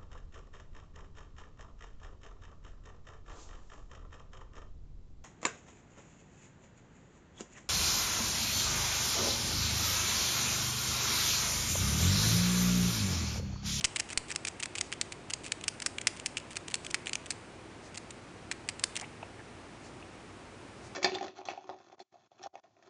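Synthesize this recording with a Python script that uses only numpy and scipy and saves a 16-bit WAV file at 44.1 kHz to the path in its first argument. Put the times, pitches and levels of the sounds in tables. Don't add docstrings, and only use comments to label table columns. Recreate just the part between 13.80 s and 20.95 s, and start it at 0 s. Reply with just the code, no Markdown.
import sys
import numpy as np
from scipy import signal
from scipy.fft import rfft, irfft
from scipy.io import wavfile

SR = 44100
rng = np.random.default_rng(int(sys.argv[2]) if len(sys.argv) > 2 else 0)


def generate_wav(sig):
    pcm = np.round(np.clip(np.atleast_2d(sig).T, -1, 1) * 32767).astype(np.int16)
    wavfile.write(sys.argv[1], SR, pcm)


N = 315297

# f/Hz, density/dB (per Hz)
AIR_SPECTRUM = [(20, -16.5), (45, -11.5), (72, -9.5), (95, 3), (140, -2.5), (240, -4.5), (345, -0.5),
                (460, -6), (900, -9), (1800, -14), (2400, -15), (3400, -21), (7000, -26), (10000, -29.5)]
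AIR_DB = -49.5
# f/Hz, rms level/dB
HUM_TONES = [(59, -66), (240, -65)]
# first peak t/s, period/s, Gaussian half-width/s (to 1/e)
HISS_SWELL = (.06, 1.0, .035)
# delay/s, level/dB
REFLECTIONS = [(.0024, -35), (.0043, -30), (.0091, -47)]
# f/Hz, t60/s
REVERBERATION = [(500, 1), (2500, 1), (5000, 0.41), (10000, 0.66)]
# t/s, peak level before filtering/dB, decay constant/s
LOW_PUSHES = [(0.048, -30, 0.0022), (0.3745, -34.5, 0.0084)]
# t/s, length scale/s, knock level/dB, rasp level/dB, rasp f/Hz
NUT_SHIFTS = [(5.184, 0.02, -56, -50, 2300), (5.215, 0.018, -44, -50, 2300), (5.226, 0.028, -50, -46, 2200),
              (5.242, .014, -60, -47.5, 2720), (5.426, 0.012, -38, -44, 2600),
              (5.591, 0.021, -55, -50, 1740), (6.224, 0.01, -66, -48.5, 2700)]
# start t/s, length/s, rms level before the overall drag gain/dB
TOOTH_DRAGS = [(0.188, 0.012, -44), (0.29, 0.04, -45.5), (0.484, 0.042, -46.5), (0.551, 0.0077, -47),
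               (0.669, 0.016, -43), (0.796, 0.0095, -50), (0.827, 0.019, -41), (0.959, 0.029, -48.5),
               (1.119, 0.021, -44.5), (1.5, 0.015, -43.5), (1.636, 0.048, -48.5), (1.812, 0.0062, -46.5),
               (2.274, 0.009, -37), (2.366, 0.007, -47.5), (2.573, 0.012, -40.0), (2.6, 0.006, -51),
               (2.707, 0.026, -50.5), (2.757, 0.011, -44), (2.902, 0.024, -48), (3.048, 0.0084, -44.5),
               (3.104, 0.011, -44.0), (3.259, 0.027, -45.5), (3.46, 0.011, -46.0), (3.521, 0.0063, -47),
               (4.145, 0.016, -47.5), (4.719, 0.0065, -37.5), (4.892, 0.01, -45), (5.042, 0.006, -37),
               (5.192, 0.0084, -43)]
# t/s, energy level before the overall gnawing gain/dB,
# hollow ring over shell crack and snap together/dB, ring f/Hz, nominal shell f/Hz,
# energy ratio of each after-crack to the one before (0-1, limited in use)
SHELL_CRACKS = [(0.0108, -35.5, 2, 2950, 4320, 0.15), (0.0437, -20.5, 0, 2920, 4850, 0.3),
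                (0.0485, -20, -5.5, 2530, 5200, 0.57), (0.161, -25, 1, 2530, 4530, 0.84),
                (0.1984, -23.5, -4, 2440, 5360, 0.7), (0.331, -36, 1.5, 2160, 5550, 0.1),
                (0.3754, -21, -5, 2510, 4890, 0.1), (0.5048, -34.5, 6, 2400, 3530, 0.1),
                (0.5155, -32.5, -1, 2270, 5180, 0.1), (0.5607, -26.5, -6, 2640, 5100, 0),
                (0.651, -29.1, 1, 2470, 4200, 0.06), (0.672, -33.5, 2, 2280, 5240, 0.1),
                (0.6795, -35, -9, 2430, 5490, 0), (0.6847, -32.3, -7, 2920, 5700, 0),
                (0.801, -37, 4, 2670, 4490, 0.45), (0.8328, -28.5, -2, 2650, 5350, 0.35),
                (0.858, -33.5, -1.5, 2270, 4080, 0), (0.9542, -32.5, 1, 2360, 4360, 0.39),
                (0.984, -30.6, -0.5, 2570, 4570, 0.3), (1.0115, -24, -6, 2340, 5200, 0.02),
                (1.1263, -29.5, 5.5, 2590, 4900, 0.1), (1.2135, -23.5, -6.5, 2530, 4600, 0.11),
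                (1.3227, -35.5, 1, 2470, 4510, 0.32), (1.5061, -35.5, 3, 2710, 5100, 0.1),
                (1.5364, -26, -8.5, 2620, 4860, 0.08), (1.665, -40, 1, 2590, 5340, 0.02),
                (1.7206, -24.5, -3.5, 2440, 4400, 0.06), (1.8404, -35.5, 2, 2800, 4290, 0.15),
                (1.8817, -22.5, -5, 2760, 5170, 0.2), (2.002, -37.5, -2, 2360, 5150, 0),
                (2.0215, -31.8, -3, 2470, 5000, 0.4), (2.0626, -22, -4.5, 2150, 5600, 0.25),
                (2.1844, -30, 8, 2780, 3570, 0), (2.215, -35.9, -3, 2430, 5860, 0.07),
                (2.2711, -17, -4, 2400, 5000, 0.14), (2.399, -39, 2, 2530, 4420, 0),
                (2.461, -25, -4.5, 2560, 5270, 0.35), (2.5708, -28, 5, 2920, 4170, 0.18),
                (2.769, -29.5, -2.5, 2270, 4550, 0.11), (2.8829, -36, -3.5, 2450, 3990, 0.06),
                (2.9427, -23.5, -6.5, 2420, 4200, 0.05), (2.9546, -35.5, -8, 1970, 5460, 0),
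                (3.066, -36, 4, 2880, 3840, 0), (3.112, -40, -5, 2620, 4690, 0.02),
                (3.1445, -22, 1, 2300, 4760, 0.21), (3.2708, -30.8, 10, 2700, 3600, 0),
                (3.2952, -37.0, 3, 2820, 4330, 0), (3.3332, -27.5, -2, 2840, 4900, 0.05),
                (3.355, -27.5, -1, 2660, 5100, 0), (3.5061, -26.5, -7.5, 2260, 4770, 0.46),
                (4.1756, -35, -5, 2070, 4650, 0.57), (4.307, -44, -10, 2150, 4420, 0.13),
                (4.7144, -28, 2, 2120, 4150, 0.12), (4.889, -26.5, -2.5, 2220, 4300, 0.19),
                (4.996, -39, 1, 2340, 4320, 0.16), (5.039, -20, -7.5, 2220, 4480, 0.04),
                (5.157, -37.1, 6, 3050, 3430, 0.03), (5.1659, -29.5, -3, 2670, 4340, 0.23),
                (5.1738, -35.5, 1, 2180, 4880, 0), (5.213, -38.5, -2, 1980, 5290, 0.4)]

AFTER_GAP_S, AFTER_JITTER = 0.0033, 0.15
SHELL_SPREAD = 0.052
SNAP_DB, SNAP_PER_DB, USUAL_DB = 1, -0.16, -25
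COLOUR_SPREAD_DB = 0.5
SLIP_GAP_S, SLIP_SPREAD_DB = 0.0048, 4.0
SLIP_RING_HZ, SLIP_SHELL_HZ, SLIP_HOLLOW_DB = 2620, 4750, -0.5
SLIP_CRUMBLE, SLIP_CRUMBLE_S = 0.57, 0.0012
EDGE_HZ = 10100


def amp(db):
    return 10 ** (np.asarray(db) / 20)


def unit(x):
    return x / np.sqrt(np.mean(x ** 2) + 1e-20)


def read(points, hz):
    f, value = np.transpose(points)
    return np.interp(np.log(hz + 1), np.log(f), value)


def add(mix, s, sound):
    part = mix[max(round(s * SR), 0):][:len(sound)]
    part += sound[:len(part)]


def noise(points, size):
    gain = amp(read(points, np.fft.rfftfreq(size, 1 / SR)))
    white = rfft(rng.standard_normal(size))
    return unit(irfft(white * gain, size))


def resonate(x, hz, width_hz):
    return signal.lfilter(*signal.iirpeak(hz, hz / width_hz, SR), x)


def band(x, low_hz, high_hz, order=2):
    edges = [low_hz, min(high_hz, SR / 2 - 1)]
    return signal.lfilter(*signal.butter(order, edges, "band", fs=SR), x)


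def background(swell_db=-59):
    t = np.arange(N) / SR
    hum = np.zeros(N)
    for hz, db in HUM_TONES:
        hum += amp(db) * np.sqrt(2) * np.sin(2 * np.pi * (hz * t + rng.random()))
    first, period, width = HISS_SWELL
    from_peak = (t - first + period / 2) % period - period / 2
    swell = np.exp(-(from_peak / width) ** 2)
    hiss = unit(band(rng.standard_normal(N), 4200, 7500))
    return amp(AIR_DB) * noise(AIR_SPECTRUM, N) + hum + amp(swell_db) * swell * hiss


def tail(wet_db, start_s):
    response = np.zeros(SR // 2)
    hz, t, frames = signal.stft(rng.standard_normal(SR // 2), SR, nperseg=256)
    fading = amp(-60 * t / read(REVERBERATION, hz)[:, None])
    decay = signal.istft(frames * fading, SR, nperseg=256)[1]
    add(response, start_s, amp(wet_db) * decay / np.linalg.norm(decay))
    return response


def room(x, wet_db=-19, start_s=0.007, count=3):
    out = x.copy()
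    for delay, db in REFLECTIONS:
        add(out, delay, amp(db) * x)
    turn = 2 * np.pi * np.arange(N) / SR
    for k in range(count):
        facing = np.sqrt(2 / count) * np.cos(turn + np.pi * k / count)
        out += signal.fftconvolve(x * facing, tail(wet_db, start_s))[:N]
    return out


def pushes(size=4096):
    out, t = np.zeros(N), np.arange(size) / SR
    for s, db, decay in LOW_PUSHES:
        add(out, s, amp(db) * np.exp(-t / decay))
    return band(out, 6, 700, order=1)


def handling(knock_hz=800, knock_width_hz=320, rasp_width_hz=560):
    out = np.zeros(N)
    for s, length, knock_db, rasp_db, rasp_hz in NUT_SHIFTS:
        u = np.arange(int(3 * length * SR)) / (length * SR / 4)
        swell = u * np.exp(1 - u)
        rub = swell * rng.standard_normal(len(u))
        knock = band(resonate(rub, knock_hz, knock_width_hz), 450, 1150)
        rasp = resonate(rub, rasp_hz, rasp_width_hz)
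        rasp = resonate(rasp, rasp_hz, rasp_width_hz)
        level = np.sqrt(np.mean(swell ** 2))
        add(out, s, level * (amp(knock_db) * unit(knock) + amp(rasp_db) * unit(rasp)))
    return out


def crackling(level_db=-56.0, near_per_s=3000, near_reach_s=0.0055, drag_per_s=500,
              far_per_s=70, far_reach_s=0.013):
    rate, size = np.zeros(N), np.ones(N)
    near = np.hanning(int(2 * near_reach_s * SR))
    far = np.hanning(int(2 * far_reach_s * SR))
    for s, *_ in SHELL_CRACKS:
        add(rate, s - near_reach_s, near_per_s * near)
        add(size, s - near_reach_s, near)
        add(rate, s - far_reach_s, far_per_s * far)
    for start, length, _ in TOOTH_DRAGS:
        add(rate, start, np.full(int(length * SR), drag_per_s))
    occurs = rng.random(N) < rate / SR
    impulses = size * rng.standard_normal(N) * occurs
    coloured = resonate(impulses, 2500, 1200) + band(impulses, 6060, 8560)
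    return amp(level_db) * unit(coloured)


def causal(gain):
    cepstrum = irfft(np.log(np.maximum(gain, gain.max() * 1e-4)))
    half = len(cepstrum) // 2
    cepstrum[1:half] *= 2
    cepstrum[half + 1:] = 0
    return np.exp(rfft(cepstrum))


def fracture(ring_db, ring_hz, crack_db, crack_hz, snap_db, crumble, crumble_s,
             ring_width_hz=850, crack_width_hz=1450, snap_hz=7500, snap_width_hz=2500,
             knock_db=-13, knock_ratio=0.55, knock_width_hz=1100, size=1024):
    t, hz = np.arange(size) / SR, np.fft.rfftfreq(size, 1 / SR)
    crumbs = rng.standard_normal(size) ** 3 * np.exp(-t / crumble_s)
    share = np.clip(crumble, 0.02, 0.95)
    force = np.sqrt(1 - share) + np.sqrt(share) * rfft(crumbs) / np.linalg.norm(crumbs)
    recoil_db = (ring_db + crack_db) / 2 + knock_db
    resonances = [(recoil_db, knock_ratio * ring_hz, knock_width_hz),
                  (ring_db, ring_hz, ring_width_hz),
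                  (crack_db, crack_hz, crack_width_hz),
                  (snap_db, snap_hz * rng.uniform(0.91, 1.067), snap_width_hz)]
    power = np.zeros(len(hz))
    for db, centre, width in resonances:
        peak = (1 + ((hz - centre) / width) ** 2) ** -3
        power += amp(db) ** 2 * peak / np.mean(peak * abs(force) ** 2)
    return irfft(force * causal(np.sqrt(power * size)))


def chip(level_db, hollow_db, ring_hz, shell_hz, crumble, crumble_s):
    spot, tint = np.clip(rng.standard_normal(2), -2, 2)
    hardness_db = np.clip(level_db - USUAL_DB, -10, 10)
    snap = amp(SNAP_DB + SNAP_PER_DB * hardness_db + COLOUR_SPREAD_DB * tint)
    parts = np.array([amp(hollow_db) * np.hypot(1, snap), 1, snap])
    ring_db, crack_db, snap_db = level_db + 20 * np.log10(parts / np.linalg.norm(parts))
    crack_hz = shell_hz * np.exp(SHELL_SPREAD * spot)
    return fracture(ring_db, ring_hz, crack_db, crack_hz, snap_db, crumble, crumble_s)


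def slipping(level_db=1.0, slip_db=-42, gap_jitter=0.45, ring_spread=0.16, count=16):
    out, step = np.zeros(N), np.arange(count)
    for start, length, db in TOOTH_DRAGS:
        run = np.zeros(SR // 4)
        gaps, spots = rng.uniform(-1, 1, (2, count))
        delays = SLIP_GAP_S * (step + gap_jitter * gaps * (step > 0))
        for delay, spot, force in zip(delays, spots, rng.standard_normal(count)):
            tuning = 1 + ring_spread * spot
            slip = chip(slip_db + SLIP_SPREAD_DB * force, SLIP_HOLLOW_DB, SLIP_RING_HZ * tuning,
                        SLIP_SHELL_HZ * tuning, SLIP_CRUMBLE, SLIP_CRUMBLE_S)
            add(run, delay, slip * (delay < length))
        add(out, start, amp(db) * np.sqrt(length * SR) * run / np.linalg.norm(run))
    return amp(level_db) * out


def gnawing(level_db=-8.0, first_crumble=0.4, first_crumble_s=0.0013, after_crumble=0.37,
            after_crumble_s=0.0015, after_hollow_db=-1.5, count=3):
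    out, step = np.zeros(N), np.arange(count)
    for s, db, hollow_db, ring_hz, shell_hz, passed_on in SHELL_CRACKS:
        energy = np.clip(passed_on, 0.005, 0.95) ** step
        step_db = db + 10 * np.log10(energy / energy.sum())
        delay = AFTER_GAP_S * (step + AFTER_JITTER * rng.uniform(-1, 1, count))
        first = chip(step_db[0], hollow_db, ring_hz, shell_hz, first_crumble, first_crumble_s)
        add(out, s, first)
        for k in step[1:]:
            after = chip(step_db[k], hollow_db + after_hollow_db, ring_hz, shell_hz,
                         after_crumble, after_crumble_s)
            add(out, s + delay[k], after)
    return amp(level_db) * out


def scene():
    nut = gnawing() + slipping() + crackling() + handling()
    return (room(nut) + pushes() + background())[None]


def record(dry, ceiling=0.79):
    rounded = ceiling * np.tanh(dry / ceiling)
    lowpass = signal.firwin(511, EDGE_HZ, window=("kaiser", 8), fs=SR)
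    return signal.oaconvolve(rounded, lowpass[None], "same")


dry = scene()
out = record(dry)
generate_wav(out)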